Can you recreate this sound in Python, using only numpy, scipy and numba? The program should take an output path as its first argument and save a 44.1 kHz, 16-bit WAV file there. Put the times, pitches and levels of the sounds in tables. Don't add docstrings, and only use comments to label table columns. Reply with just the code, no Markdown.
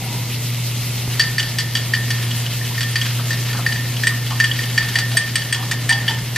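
import sys
import numpy as np
from scipy import signal
from scipy.fft import rfft, irfft, next_fast_len
from scipy.io import wavfile
from scipy.ndimage import uniform_filter1d
from numba import njit

SR = 44100
rng = np.random.default_rng(int(sys.argv[2]) if len(sys.argv) > 2 else 0)


def wrap_up_sound(samples):
    columns = np.atleast_2d(samples).T
    tamed = np.clip(columns, -1, 1)
    steps = np.round(tamed * 32767).astype(np.int16)
    wavfile.write(sys.argv[1], SR, steps)


def how_loud(loudness_db):
    steps = np.asarray(loudness_db, float) / 20
    return 10 ** steps


N = 280909
T = np.arange(N) / SR
M = next_fast_len(N)
F = np.fft.rfftfreq(M, 1 / SR)

# ring number (0 low, 1 second, 2 third, 3 top), f/Hz, level/dB, t60/s
GLASS_MODES = [(0, 1496, -9, 0.017), (0, 1780, -7, 0.038), (0, 1809, -0.4, 0.062), (0, 1872, -2, 0.04),
               (0, 2037, -10, 0.032), (0, 2358, -6.5, 0.023), (1, 2923, 1.5, 0.031), (1, 3057, 2.5, 0.031),
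               (1, 3293, 2, 0.044), (1, 3436, -10.5, 0.062), (2, 4330, -11.5, 0.037), (2, 4576, -5, 0.053),
               (2, 4645, -4, 0.06), (2, 4756, -3.5, 0.041), (2, 5556, -8, 0.039), (3, 8250, -8.5, 0.04),
               (3, 8550, -7.5, 0.027), (3, 7200, -25, 0.026)]


def level(x, db):
    return x * how_loud(db) / np.sqrt(np.mean(x ** 2))


def colour(x, points):
    hz, db = np.transpose(points)
    gain = how_loud(np.interp(np.log(np.maximum(F, 1)), np.log(hz), db))
    return irfft(rfft(x, M) * gain, M)[:N]


def band(x, lo_hz, hi_hz):
    return signal.sosfilt(signal.butter(2, [lo_hz, hi_hz], "bandpass", fs=SR, output="sos"), x)


def ring(x, hz, t60):
    pole = np.exp(2j * np.pi * hz / SR - np.log(1000) / (t60 * SR))
    return signal.lfilter([1], [1, -pole], x).imag


def fade(x, s):
    return signal.lfilter([1], [1, -np.exp(-1 / (s * SR))], x)


def walk(rate):
    k = int(SR / rate)
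    held = np.repeat(rng.standard_normal(N // k + 1), k)
    return uniform_filter1d(uniform_filter1d(held, k), k)[:N]


def flicker(rate):
    w = walk(rate)
    return w - uniform_filter1d(w, size=SR // 6)


def grains(rate, spread_db):
    struck = rng.random(N) < rate / SR
    return struck * rng.standard_normal(N) * how_loud(spread_db * np.minimum(rng.exponential(size=N), 4.5))


def widen(x, loose, loose_db):
    lag_s, wide_hz = 1.9e-5, 4300
    turn = np.pi * F * lag_s
    wide = 1 / np.sqrt(1 + (wide_hz / np.maximum(F, 1)) ** 12)
    sound = rfft(x, M)
    mid = irfft(sound * np.cos(turn), M)[:N]
    unrelated = how_loud(loose_db) * rfft(loose, M)
    side = irfft(wide * (1j * np.sin(turn) * sound + unrelated), M)[:N]
    return np.array([mid + side, mid - side])


def fan():
    # t/s, level/dB (rms of the fundamental before small random changes)
    hum_course = [(0.0, -26), (0.49, -22.5), (1.56, -25), (2.13, -21), (2.55, -23.5), (3.41, -21),
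                  (3.53, -23), (4.61, -22), (4.9, -24.5), (5.14, -20.5), (5.23, -28), (5.34, -24),
                  (5.43, -28), (5.66, -23.5), (6.35, -25), (6.37, -28)]
    # f/Hz, relative level/dB per Hz
    air_outline = [(15, -56), (25, -19), (38, -15), (64, -19.5), (87, -14.5), (119, -10), (144, -5.5),
                   (189, -13.5), (425, -21.5), (787, -25.5), (954, -24.5), (1460, -35), (2180, -22.5),
                   (2500, -34.5), (3250, -43), (5500, -120)]
    # f/Hz, level/dB
    side_outline = [(30, -31), (90, -31), (200, -25), (380, -15), (700, -20.5), (1300, -26), (2500, -24)]
    hum_hz, second_db, air_db = 119.87, -20.5, -36.5
    s, hum_db = np.transpose(hum_course)
    phase = 2 * np.pi * np.cumsum(hum_hz + 0.79 * walk(5.47)) / SR
    harmonics = np.sin(phase) + how_loud(second_db) * np.sin(2 * phase)
    hum = np.sqrt(2) * how_loud(np.interp(T, s, hum_db) + 0.34 * walk(14)) * harmonics
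    mid, side = (colour(rng.standard_normal(N), air_outline) for _ in range(2))
    gain = how_loud(air_db) / np.std(band(mid, 213, 1170)) * how_loud(1.2 * walk(2.2))
    return hum + gain * (mid + colour(side, side_outline) * np.array([[1], [-1]]))


def pan():
    # f/Hz, relative level/dB per Hz
    sizzle_outline = [(710, -31), (1200, -9), (1460, -6.5), (1520, -13.5), (2120, -1.5), (2380, -5.5),
                      (2510, 0), (3980, -2), (6310, -7), (9000, -10.5), (12500, -6), (13900, -7),
                      (15500, -15)]
    # t/s, level/dB (before flicker and balance)
    fat_course = [(0, -39), (.9, -37), (1.65, -40), (2.1, -38), (3.3, -37.5), (4.2, -39), (5.0, -38.5),
                  (5.4, -40.5), (6.37, -41)]
    s, fat_db = np.transpose(fat_course)
    near, loose = (colour(level(grains(3000, 2.46), -4.5) + rng.standard_normal(N), sizzle_outline)
                   for _ in range(2))
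    scale = how_loud(1.2) / np.std(band(near, 9040, 13840))
    swell = np.interp(T, s, fat_db) + 1.66 * flicker(28)
    both = widen(scale * near, scale * loose, 0.4) * how_loud([[.3], [-.3]])
    spectrum = rfft(both, M)
    edges_hz = [0, 2500, 4000, 6000, 8500, 11000, 13000, SR]
    out = 0
    for lo, hi in zip(edges_hz, edges_hz[1:]):
        part = irfft(spectrum * ((F >= lo) & (F < hi)), M)[:, :N]
        out = out + part * how_loud(swell + 1.97 * flicker(28))
    return out


def jar():
    # t/s, length/s, f/Hz, level/dB (rms before the swell)
    jar_rings = [(0., 0.087, 765, -36.5), (.04, 0.2, 960, -41), (.1, .05, 830, -41)]
    out = 0
    for s, length, hz, db in jar_rings:
        swell = np.sin(np.pi * np.clip((T - s) / length, 0, 1))
        out = out + swell * level(ring(rng.standard_normal(N), hz, 0.086), db)
    return out


def waveform_step():
    start_s, step_db, decay_s = 1.078, -13, 0.0045
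    step = np.exp(-np.maximum(T - start_s, 0) / decay_s) * (T >= start_s)
    return -how_loud(step_db) * band(step, 60, 1600)


def stirring():
    # t/s, level/dB
    effort = [(1.1, -33.5), (1.98, -37.5), (2.3, -30), (2.64, -37), (3.01, -31.5), (3.56, -36),
              (4.08, -37.5), (4.87, -28.5), (5.33, -34.5), (5.86, -34), (6.06, -30), (6.21, -37),
              (6.37, -38)]
    s, stir_db = np.transpose(effort)
    stir = how_loud(np.interp(T, s, stir_db)) * (T > s[0])
    graze = how_loud(-33.5) * stir * level(grains(900, 1.1), 0)
    sing = sum(how_loud(db) * ring(graze, hz, t60) for _, hz, db, t60 in GLASS_MODES)
    splashes = fade(np.abs(grains(60, 2.5)), 0.012) + .3
    swish = level(band(splashes * rng.standard_normal(N), 1320, 5100), -3.5)
    return sing + stir * swish


def glass():
    # t/s, reference peak level/dB, then level/dB of the low, second and top ring re that peak
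    strokes = [(1.1952, 1.5, -3.5, -14, -15), (1.2101, -7, -12, -12, -28), (1.381, -3.5, -4, -19, -24),
               (1.3962, -5, -19, -5, -22), (1.4282, -11, -16, -12, -21), (1.5851, -0.5, -11.5, -14, -29),
               (1.5997, -8, -5, -11, -29), (1.7514, -2, -10.5, -10.5, -19), (1.769, -8.5, -17, -5, -21),
               (1.936, -6, 0.5, -10.5, -33), (1.9484, -15, -4, -7, -30), (2.104, -3, -8.5, -12.5, -25),
               (2.3092, -12.5, -24, -4.5, -24), (2.4632, -15, -27, -3.5, -20), (2.612, -23, 1, -12, -18),
               (2.6496, -17, -21, -10, -19), (2.7776, -11.5, -3, -16, -25), (2.807, -4.5, -7, -15, -29),
               (2.829, -10, -11, -11, -23), (2.9565, -3, -0.5, -16, -30), (3.0136, -6.5, -16, -6, -17),
               (3.3055, -9.5, -3, -19, -29), (3.3295, -12.5, -8, -19, -23), (3.4996, -22.5, 4, -16, -25),
               (3.5304, -12.5, -11, -18, -25), (3.6631, -5.5, 0.5, -21, -32), (3.721, -10.5, -3.5, -9, -29),
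               (3.7586, -14.5, -1.5, -17, -25), (3.8525, -22.5, 4.5, -12, -24),
               (3.9654, -11, -22, -8.5, -27), (4.0347, -5, 2, -22, -18), (4.0694, 0.5, -3.5, -20, -6),
               (4.2626, -14, -10, -8.5, -22), (4.3034, -10.5, -17, -8, -28), (4.4004, 0.5, -2, -21, -25),
               (4.4405, -3.5, -4.5, -9.5, -9), (4.5124, -14.5, -9, -3.5, -26), (4.589, -8.5, -4, -16, -30),
               (4.6344, -13.5, -14, -4.5, -25), (4.777, -0.3, 0.5, -11.5, -39),
               (4.9552, -2.5, -1.5, -11.5, -19), (4.9865, -0.5, -7, -15, -8), (5.1694, 2, -7, -14, 4),
               (5.3554, -0.5, -5, -9, 4.5), (5.4181, -18, 0, -6, -20), (5.5258, -2, -4.5, -11.5, 0.5),
               (5.5444, -9, -10, -7, -20), (5.7123, 0.5, -9.5, -28, -9), (5.8915, -1.5, 0.5, -18, 4.5),
               (5.9044, -6, -0.5, -14, -19), (5.9244, -5.5, -6, -7.5, -23), (6.0798, -8.5, 3, 6, -33),
               (6.094, -15, -7, -4, -32), (6.3597, -2.5, -7, -22, -27)]
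    # t/s, level/dB re the peak, before the share that follows the low ring
    third_ring = [(1.2, 1), (1.4, -3.5), (2.1, -5), (2.35, -11), (2.8, -6.5), (3.7, -4.5), (4.1, -11.5),
                  (4.8, -5.5), (5.5, -6.5), (5.8, -25), (5.92, -4.5), (6.09, -1.5), (6.36, -24)]
    rise_s, detune, third_per_low = 0.0032, 0.0087, 0.43
    scatter_db = 7
    crack_db, tick_db = -11, -18
    ragged_db, ragged_s = 3.5, .004
    ring_no, hz, mode_db, t60 = np.array(GLASS_MODES).T[:, :, None]
    t = np.arange(SR // 12) / SR
    shape = how_loud(mode_db) * (1 - np.exp(-t / rise_s)) * np.exp(-np.log(1000) * t / t60)
    out, ticks = np.zeros(N + len(t)), np.zeros(N)
    chances = rng.random((len(strokes), 3, len(GLASS_MODES), 1))
    for (s, peak, low, second, top), (size, shift, start) in zip(strokes, chances):
        third = np.interp(s, *np.transpose(third_ring)) + third_per_low * low
        rings = np.array([low, second, third, top])
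        db = peak + rings[np.round(ring_no).astype(int)] + scatter_db * (size - .5)
        cycles = hz * (1 + detune * (2 * shift - 1)) * t + 0.38 * start
        i = int(s * SR)
        out[i:i + len(t)] += np.sum(how_loud(db) * shape * np.sin(2 * np.pi * cycles), axis=0)
        ticks[i] = how_loud(peak)
    crack = band(fade(ticks, 0.014) * rng.standard_normal(N), 1380, 6500)
    tick = band(fade(ticks, 0.0028) * rng.standard_normal(N), 7000, 18000)
    flutter = how_loud(ragged_db * walk(1 / ragged_s))
    return out[:N] * flutter + how_loud(crack_db) * crack + how_loud(tick_db) * tick


def egg():
    # t/s, level/dB (before build-up and chance), f/Hz, pitch scatter (0-1)
    slops = [(2.699, -34, 960, 0.18), (3.185, -29.5, 1140, 0.42), (3.531, -28, 1190, 0.38),
             (3.575, -24.5, 1040, .45), (4.109, -28, 1250, 0.13), (4.305, -25, 1040, 0.38),
             (4.95, -32, 945, 0.21), (5.139, -29, 693, 0.02), (5.549, -32, 1100, .4),
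             (5.584, -30, 1000, .3), (5.622, -30.5, 960, .3), (5.719, -34, 860, 0.27), (5.9, -27, 880, 0.1),
             (5.934, -29, 865, 0.13), (5.972, -36, 840, 0.09), (6.088, -24.5, 905, 0.04),
             (6.125, -40, 880, 0.1)]
    spread_s, decay_s, rise_s = .025, 0.0081, 0.00048
    out, t = np.zeros(N + SR), np.arange(SR // 10) / SR
    envelope = np.exp(-t / decay_s) * (1 - np.exp(-t / rise_s))
    for (s, db, hz, scatter), chance in zip(slops, rng.random((len(slops), 8, 3))):
        for lag, detune, size in chance:
            f = hz * (1 + scatter * (2 * detune - 1))
            i = int((s + spread_s * lag) * SR)
            out[i:i + len(t)] += how_loud(db - 4.2 * size) * np.sin(2 * np.pi * f * t) * envelope
    return out[:N]


@njit
def walls(x, lags, gain, damp):
    line, soft, out = np.zeros((8, 4096)), np.zeros(8), np.zeros((2, len(x)))
    for i in range(len(x)):
        total = 0.
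        for k in range(8):
            soft[k] += (1 - damp) * (gain[k] * line[k, (i - lags[k]) & 4095] - soft[k])
            total += soft[k]
            out[k % 2, i] += soft[k]
        for k in range(8):
            line[k, i & 4095] = x[i] + soft[k] - total / 4
    return out


def room(source):
    t60_s, damp, room_db = .4, 0.42, -12.5
    lags = np.array([331, 457, 613, 787, 941, 1153, 1327, 1549])
    gain = how_loud(-60 * lags / SR / t60_s)
    return how_loud(room_db) * walls(source + 1e-18, lags, gain, damp)


def scene():
    steady = fan() + pan()
    direct = jar() + waveform_step() + stirring() + glass() + egg()
    left, right = room(direct)
    apart = (left - right) / 2
    room_width = how_loud(-13.0) * apart * np.array([[1], [-1]])
    return widen(direct + (left + right) / 2, apart, 1.7) + room_width + steady


@njit
def follow(x, attack, release, start):
    e, out = start, np.empty(len(x))
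    for i in range(len(x)):
        e += (x[i] - e) * (attack if x[i] > e else release)
        out[i] = e
    return out


def roll_off(x):
    return signal.sosfilt(signal.butter(12, 15740, fs=SR, output="sos"), x)


def record(dry):
    attack_s, release_s, threshold, top_hz = .008, .12, 0.41, 14400
    envelope = follow(np.abs(dry).max(axis=0), 1 / (attack_s * SR), 1 / (release_s * SR), .1)
    ducked = dry * np.minimum(1, threshold / envelope) ** 0.36
    clipped = np.tanh(1.131 * ducked) / 1.114
    mix = signal.sosfilt(signal.cheby1(10, .3, top_hz, fs=SR, output="sos"), clipped)
    return roll_off(mix)


dry = scene()
out = record(dry)
wrap_up_sound(out)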